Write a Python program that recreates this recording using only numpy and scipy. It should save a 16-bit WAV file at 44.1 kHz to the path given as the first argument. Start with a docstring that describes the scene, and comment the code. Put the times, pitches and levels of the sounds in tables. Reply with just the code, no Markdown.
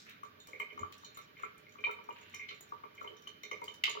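"""A small tiled bathroom: water drips and trickles in a ceramic washbasin while a cat shifts on the rim.
Each drip rings the hollow of the drain and the basin in its own mix of four mode families.
Small droplets spatter as high ticks and fizz; one sharp splat, a noise burst, comes near the end.
A paw thumps in low modes. Soft grainy hiss is fur brushing, a wash around one drip and spray after
the splat. The tiles echo; the room hums faintly."""
import sys
import numpy as np
from scipy import signal
from scipy.fft import rfft, irfft
from scipy.io import wavfile
from scipy.ndimage import uniform_filter1d

SR = 44100
rng = np.random.default_rng(int(sys.argv[2]) if len(sys.argv) > 2 else 0)


def wav_out(sig):
    """Save sig, one row per channel (or a flat mono array), as 16-bit PCM at SR to the path in sys.argv[1]."""
    wavfile.write(sys.argv[1], SR, np.round(np.clip(np.atleast_2d(sig).T, -1, 1) * 32767).astype(np.int16))


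N = 176400  # 4 s
BURST_SAMPLES, ONSET_SAMPLES = 2048, 660  # 46 ms, 15 ms


def amp(db):
    """Decibels to gain."""
    return 10 ** (np.asarray(db) / 20)


def unit(x):
    """Scale to rms 1."""
    return x / np.sqrt(np.mean(x ** 2) + 1e-20)


def curve(points, hz):
    """Interpolate a table over log frequency."""
    f, value = np.transpose(points)
    return np.interp(np.log(hz + 1), np.log(f + 1), value)


def add(mix, time_s, sound):
    """Mix in a stereo sound at time_s, cropped to fit."""
    at = round(time_s * SR)
    sound = sound[:, max(-at, 0):]
    part = mix[:, max(at, 0):][:, :sound.shape[1]]
    part += sound[:, :part.shape[1]]


def colour(x, gain):
    """Zero-phase filter by gain(frequency)."""
    return irfft(rfft(x) * gain(np.fft.rfftfreq(x.shape[-1], 1 / SR)), x.shape[-1])


def noise(size, gain):
    """Coloured stereo noise, rms 1."""
    return unit(colour(rng.standard_normal((2, size)), gain))


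def ring(modes, rise_s, lean_db=0, pitch=1, scatter_db=3.5):
    """Struck, decaying modes, remixed per hit; lean_db > 0 favours the upper ones. Onset amplitude 1."""
    t = np.arange(SR // 4) / SR
    start_cycles = rng.random()
    offsets_db = np.linspace(-lean_db, lean_db, len(modes)) + scatter_db * rng.standard_normal(len(modes))
    out = np.zeros((2, len(t)))
    for offset_db, (hz, db, t60_s, lead_rad) in zip(offsets_db, modes):
        phase = 2 * np.pi * (hz * pitch * t + start_cycles) + np.array([[lead_rad], [0]])
        out += amp(db + offset_db - 60 * t / t60_s) * np.sin(phase)
    out *= 1 - np.exp(-(t / rise_s) ** 2)
    return out / np.sqrt(2 * np.mean(out[:, :ONSET_SAMPLES] ** 2))


def splash(modes, rise_s, width_hz=345, decay_s=0.0083):
    """Splash of a drop: a short noise puff around each mode."""
    t = np.arange(BURST_SAMPLES) / SR
    envelope = (1 - np.exp(-t / rise_s)) * np.exp(-t / decay_s)
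    peaks = lambda f: sum(amp(db) / (1 + ((f - hz) / width_hz) ** 2) ** 2 for hz, db, *_ in modes)
    return noise(len(t), peaks) * envelope / envelope.max()


# Tail decay (frequency [Hz], t60 [s])
ROOM_T60 = [(100, 0.11), (420, 0.68), (1100, 0.5), (2200, 0.35), (2900, 0.44), (4000, 0.44), (7000, 0.23),
            (14000, 0.15)]
# Early reflections (delay [s], left gain [ratio], right gain [ratio])
ECHOES = [(.0047, 0.18, 0.25), (.0085, .1, 0.5), (0.0165, 0.18, 1), (0.0262, 0.58, 0.6)]


def tiled_room(x, build_s=0.0063, echo_cutoff_hz=6670):
    """Reverb off the tiles: dulled early echoes plus a tail that dies faster in the treble."""
    hz, t, spectra = signal.stft(rng.standard_normal((2, SR * 3 // 4)), SR, nperseg=256)
    decay = amp(-60 * t / curve(ROOM_T60, hz)[:, None])
    build = np.clip(t / build_s, 0, 1) ** 2
    tail = signal.istft(spectra * decay * build, SR, nperseg=256)[1]
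    tail /= np.linalg.norm(tail[0])
    early = np.zeros_like(tail)
    for delay_s, left, right in ECHOES:
        early[:, round(delay_s * SR)] += left, right
    early = colour(early, lambda f: 1 / np.hypot(1, (f / echo_cutoff_hz) ** 2))
    response = (early + tail) * amp([[-2.5], [0]])
    return signal.fftconvolve(x, response, axes=1)[:, :N]


# Room noise spectrum (frequency [Hz], relative density [dB])
AIR_SPECTRUM = [(22, -23.5), (55, -11.5), (100, 2), (280, 3), (427, -3), (714, -8), (1160, -6), (1480, 0.5),
                (2160, -5), (3720, -9.5), (4740, -15), (6920, -24), (8140, -45.5), (14000, -17),
                (16000, -22)]
# Likeness of the ears (frequency [Hz], correlation [-1..1])
AIR_CORRELATION = [(40, 0.22), (100, 0.89), (200, 0.99), (420, -0.08), (1100, -0.9), (2200, 0.015),
                   (5000, -0.3), (14000, -0.088)]
# Hum bands (frequency [Hz], level [dB])
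HUM_BANDS = [(93, -84.5), (424, -88), (1163, -74.5)]


def room_tone(air_db=-63, right_bias_db=3.5, hum_width_hz=2.9):
    """Steady room noise; narrow resonances in it waver as a faint hum."""
    left, independent = rng.standard_normal((2, N))
    correlation = lambda f: np.clip(curve(AIR_CORRELATION, f), -1, 1)
    right = colour(left, correlation) + colour(independent, lambda f: np.sqrt(1 - correlation(f) ** 2))
    pair = np.array([left, right])
    out = amp(air_db) * unit(colour(pair, lambda f: amp(curve(AIR_SPECTRUM, f))))
    for hz, db in HUM_BANDS:
        out += amp(db) * unit(colour(pair, lambda f: 1 / (1 + (2 * (f - hz) / hum_width_hz) ** 2)))
    return out * amp([[-right_bias_db / 2], [right_bias_db / 2]])


# Thump modes (frequency [Hz], relative level [dB], t60 [s], left phase lead [rad])
PAW_MODES = [(70, -8, 0.28, 0.04), (90.6, 4.5, 0.19, 0.34), (132, 0.5, 0.13, 0.3), (236, 12, 0.065, 0.37)]


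def paw_thump(time_s=0.802, level_db=-50.5):
    """A soft paw on the rim rings low, dull modes."""
    out = np.zeros((2, N))
    add(out, time_s, amp(level_db) * ring(PAW_MODES, rise_s=0.014, scatter_db=1))
    return out


# Swells of hiss (start [s], length [s], level [dB], centre [Hz])
HISS_SWELLS = [(-.04, 0.12, -56, 4630), (0.059, 0.14, -57, 1880), (0.744, 0.23, -62.5, 310),
               (0.924, 0.026, -52.5, 3020), (1.15, 0.11, -65, 2330), (1.386, 0.15, -58.5, 1920),
               (2.148, 0.59, -62.5, 2300), (2.484, 0.078, -54.5, 3000), (3.864, 0.11, -45, 2870)]


def soft_hiss(width_octaves=0.48, grain_depth=0.5, room_db=-4.5):
    """Soft grainy hiss: fur brushing, a wash around one drip, spray after the splat."""
    dry = np.zeros((2, N))
    for start_s, length_s, db, centre_hz in HISS_SWELLS:
        size = int(length_s * SR)
        hiss = noise(SR, lambda f: np.exp(-0.5 * (np.log2((f + 1) / centre_hz) / width_octaves) ** 2))
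        flutter = unit(uniform_filter1d(rng.standard_normal(SR), size=130))
        grain = np.exp(grain_depth * flutter)
        envelope = np.sin(np.pi * np.linspace(0, 1, size) ** 0.3)
        add(dry, start_s, amp(db) * unit((hiss * grain)[:, :size]) * envelope)
    return dry + amp(room_db) * tiled_room(dry)


# Fizz spectrum (frequency [Hz], relative density [dB])
FIZZ_SPECTRUM = [(2000, -6), (7000, -12.5), (8800, -13), (11000, -11.5), (14000, -7.5), (16000, -4)]


def fizz_puff(rise_s, decay_s=0.0033, patch_spread_db=6):
    """One droplet's fizz: a bright puff with its own patchy colour."""
    t = np.arange(BURST_SAMPLES) / SR
    envelope = (1 - np.exp(-t / rise_s)) * np.exp(-t / decay_s)
    envelope /= np.sqrt(np.mean(envelope[:ONSET_SAMPLES] ** 2))
    patches = list(zip(np.linspace(0, SR / 2, 24), patch_spread_db * rng.standard_normal(24)))
    return noise(len(t), lambda f: amp(curve(FIZZ_SPECTRUM, f) + curve(patches, f))) * envelope


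# Low, middle, high tick modes (frequency [Hz], relative level [dB], t60 [s], left phase lead [rad])
TICK_MODES = [
    [(3685, -2.5, 0.082, 1.7), (4050, -5, 0.05, -2.76), (4264, -5, 0.038, 2.14)],
    [(5100, -10.5, 0.057, 0), (5670, -0.5, 0.055, 0), (6130, 6, 0.022, 2.3)],
    [(6640, -1.5, 0.035, 4), (6977, 5.5, 0.032, -1.5), (7520, -5.5, 0.03, 1.2)],
]
# Droplets, before trims (time [s], low tick [dB], middle tick [dB], high tick [dB], fizz [dB])
DROPLETS = [(0.094, -57.5, -92, -67, -52.5), (0.4, -54, -77, -58.5, -69), (0.471, -63, -64, -61, -52.5),
            (0.598, -59, -66, -60.5, -55), (0.792, -64, -67, -50, -65), (0.923, -67, -75, -60, -55.5),
            (1.045, -46.5, -55, -53, -84), (1.145, -84, -89, -53, -70), (1.172, -53, -64, -60, -52),
            (1.424, -69, -72, -56.5, -65), (1.843, -46.5, -75, -71.5, -87.5),
            (1.911, -58.5, -70, -65.5, -55), (2.344, -55.5, -47.5, -54.5, -52.5),
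            (2.487, -46, -61, -69, -83), (2.607, -89, -79, -50.5, -52), (3.167, -61, -59.5, -72, -89),
            (3.274, -56, -57, -69, -57.5), (3.433, -46.5, -50, -58.5, -55),
            (3.512, -56.5, -50.5, -60, -57.5), (3.64, -74, -71, -56, -50), (3.681, -53, -61, -59, -78),
            (3.74, -64, -62.5, -68, -56.5), (3.895, -44.5, -51, -40.5, -49.5)]


def spatter(tick_trim_db=-5, fizz_trim_db=-4, room_db=-2, rise_s=0.0019, detune=0.0079, splash_gain=0.49,
            faint_per_s=13, faint_db=-71, faint_spread_db=5):
    """Tiny droplets ring high modes with a splash and fizz; fainter ones fall at random."""
    dry = np.zeros((2, N))
    faint = [(rng.uniform(0, N / SR), *rng.normal(faint_db, faint_spread_db, 4))
             for _ in range(round(faint_per_s * N / SR))]
    for time_s, *levels_db, fizz_db in list(DROPLETS) + faint:
        for db, modes in zip(levels_db, TICK_MODES):
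            gain = amp(db + tick_trim_db)
            add(dry, time_s, gain * ring(modes, rise_s, pitch=rng.normal(1, detune)))
            add(dry, time_s, gain * splash_gain * splash(modes, rise_s, width_hz=110))
        add(dry, time_s, amp(fizz_db + fizz_trim_db) * fizz_puff(rise_s))
    return dry + amp(room_db) * tiled_room(dry)


# Splat spectrum (frequency [Hz], relative density [dB])
SPLAT_SPECTRUM = [(400, -52), (1200, -15.5), (1800, -17), (2200, 3.5), (3000, 1.5), (3500, -5),
                  (4400, -9.5), (7400, -20.5), (10000, -41.5), (13000, -27), (16000, -29)]


def splat(time_s=3.837, level_db=-22, rise_s=0.0014, hold_until_s=0.00345, decay_s=0.0022, room_db=-3.5):
    """One hard, bright hit: a noise burst that fills the room."""
    dry = np.zeros((2, N))
    t = np.arange(BURST_SAMPLES) / SR
    envelope = np.minimum(t / rise_s, 1) * np.exp(-np.maximum(t - hold_until_s, 0) / decay_s)
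    burst = noise(len(t), lambda f: amp(curve(SPLAT_SPECTRUM, f))) * envelope
    envelope_rms = np.sqrt(np.mean(envelope ** 2))
    add(dry, time_s, amp(level_db) * envelope_rms * unit(burst))
    return dry + amp(room_db) * tiled_room(dry)


# Drain and basin mode families (frequency [Hz], relative level [dB], t60 [s], left phase lead [rad])
HOLLOW_MODES = [(426.6, 3.5, 0.079, 1.72), (518, -1, 0.05, 5.1), (604, -10.5, 0.094, 3.25)]
PLOP_MODES = [(948, -9.5, 0.071, 2.62), (1161, 5, 0.043, 2.79), (1335, -12, 0.038, 3.46)]
PLINK_MODES = [(2143, -6.5, 0.11, 0.18), (2191, 7, .045, .05), (2255, 4, 0.035, 0.2),
               (2367, 3.5, 0.053, 0.58)]
PING_MODES = [(2900, -12.5, 0.026, 0.68), (3035, -9, 0.048, -1.47), (3063, -11.5, 0.049, -0.41)]
# Per family, same order (trim [dB], rise [s], left bias [dB], room send [dB], splash gain [ratio])
FAMILY_MIX = [(-1, 0.006, -9.5, -2.5, 0.35), (0.5, 0.0012, 5, -9.5, 0.14), (0.5, 0.0015, 4.5, 0, 0.2),
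              (0, 0.0028, 5, -6.5, 0.097)]
# Drips, before trims (time [s], hollow [dB], plop [dB], plink [dB], ping [dB], top family's lean [dB])
DRIPS = [(0.232, -63, -42, -63, -79, 4), (0.483, -60.5, -56.5, -85, -65, -8),
         (0.532, -55, -58, -46.5, -71, 1), (0.599, -52, -40.5, -38.5, -45.5, 0.5),
         (0.703, -60, -61, -54, -54.5, 4), (0.776, -69, -43, -64, -66, -4),
         (0.79, -53, -48.5, -54, -62, -6), (0.831, -59, -35.5, -64, -62, 12),
         (1.033, -102, -54.5, -96, -80, -2), (1.045, -92, -73, -71, -56, 7),
         (1.171, -61, -47, -61.5, -87, 14), (1.187, -65.5, -51, -60, -75, 11),
         (1.368, -92, -68, -56.5, -64, -4), (1.397, -63.5, -55, -59, -78, 8),
         (1.433, -56, -36, -48.5, -65, 21), (1.666, -82, -70, -58, -82, 0), (1.754, -73, -53, -77, -89, 6),
         (1.785, -59.5, -56, -55, -64, 5), (1.839, -53.5, -42, -32.5, -40.5, 6.5),
         (1.87, -48, -38, -65, -60, -9), (1.893, -60, -39.5, -71, -61, 23),
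         (1.909, -62, -52, -48.5, -69, 5), (1.986, -63, -50, -61, -61, -4),
         (2.088, -53, -39, -60.5, -77, -13), (2.106, -63, -56, -62, -55, -16),
         (2.339, -66.5, -52.5, -49.5, -51.5, -3), (2.395, -70, -55, -46, -84, -1),
         (2.417, -82, -82, -48, -80, -2.5), (2.488, -64.5, -63, -49, -47, 3),
         (2.51, -59, -52, -52.5, -72, 22), (2.721, -58, -38.5, -100, -91, -4),
         (2.836, -59.5, -43, -61.5, -68, 5.5), (2.978, -68, -69, -53, -60, 1),
         (3.012, -54, -42, -85, -64, 14), (3.044, -54, -45, -55.5, -67, -13.5),
         (3.074, -55, -52.5, -63, -45, 2), (3.105, -53, -65, -79, -90, -19),
         (3.271, -64.5, -52, -64, -43, 4), (3.434, -57, -56, -49.5, -52.5, -2),
         (3.513, -47, -41, -41.5, -48.5, -8), (3.617, -52.5, -41.5, -53.5, -79, -16),
         (3.679, -59, -49.5, -56.5, -41, 0), (3.877, -54, -38.5, -45.5, -38.5, -3),
         (3.95, -49, -46, -70, -62, -8), (3.97, -55.5, -39.5, -71, -67, 20)]


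def drips(trickle_per_s=20, trickle_db=-71):
    """Each drip rings all four families with a splash; a faint random trickle also rings each family."""
    out = np.zeros((2, N))
    for family, modes in enumerate([HOLLOW_MODES, PLOP_MODES, PLINK_MODES, PING_MODES]):
        trim_db, rise_s, left_bias_db, room_db, splash_gain = FAMILY_MIX[family]
        dry = np.zeros((2, N))
        for time_s, *levels_db, lean_db in DRIPS:
            gain = amp(levels_db[family] + trim_db)
            is_loudest = family == np.argmax(levels_db)
            add(dry, time_s, gain * ring(modes, rise_s, lean_db if is_loudest else 0))
            add(dry, time_s, gain * splash_gain * splash(modes, rise_s))
        trickle = (rng.random(N) < trickle_per_s / SR) * amp(trickle_db)
        dry += signal.fftconvolve(trickle[None], ring(modes, rise_s), axes=1)[:, :N]
        pan = amp([[left_bias_db / 2], [-left_bias_db / 2]])
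        out += dry * pan + amp(room_db) * tiled_room(dry)
    return out


def scene():
    """Room, cat and water, in stereo."""
    return room_tone() + paw_thump() + soft_hiss() + splat() + drips() + spatter()


def record(dry):
    """Low-pass at 16.1 kHz."""
    lowpass = signal.firwin(511, 16100, window=("kaiser", 9), fs=SR)
    return signal.oaconvolve(dry, lowpass[None], "same")


dry = scene()
out = record(dry)
wav_out(out)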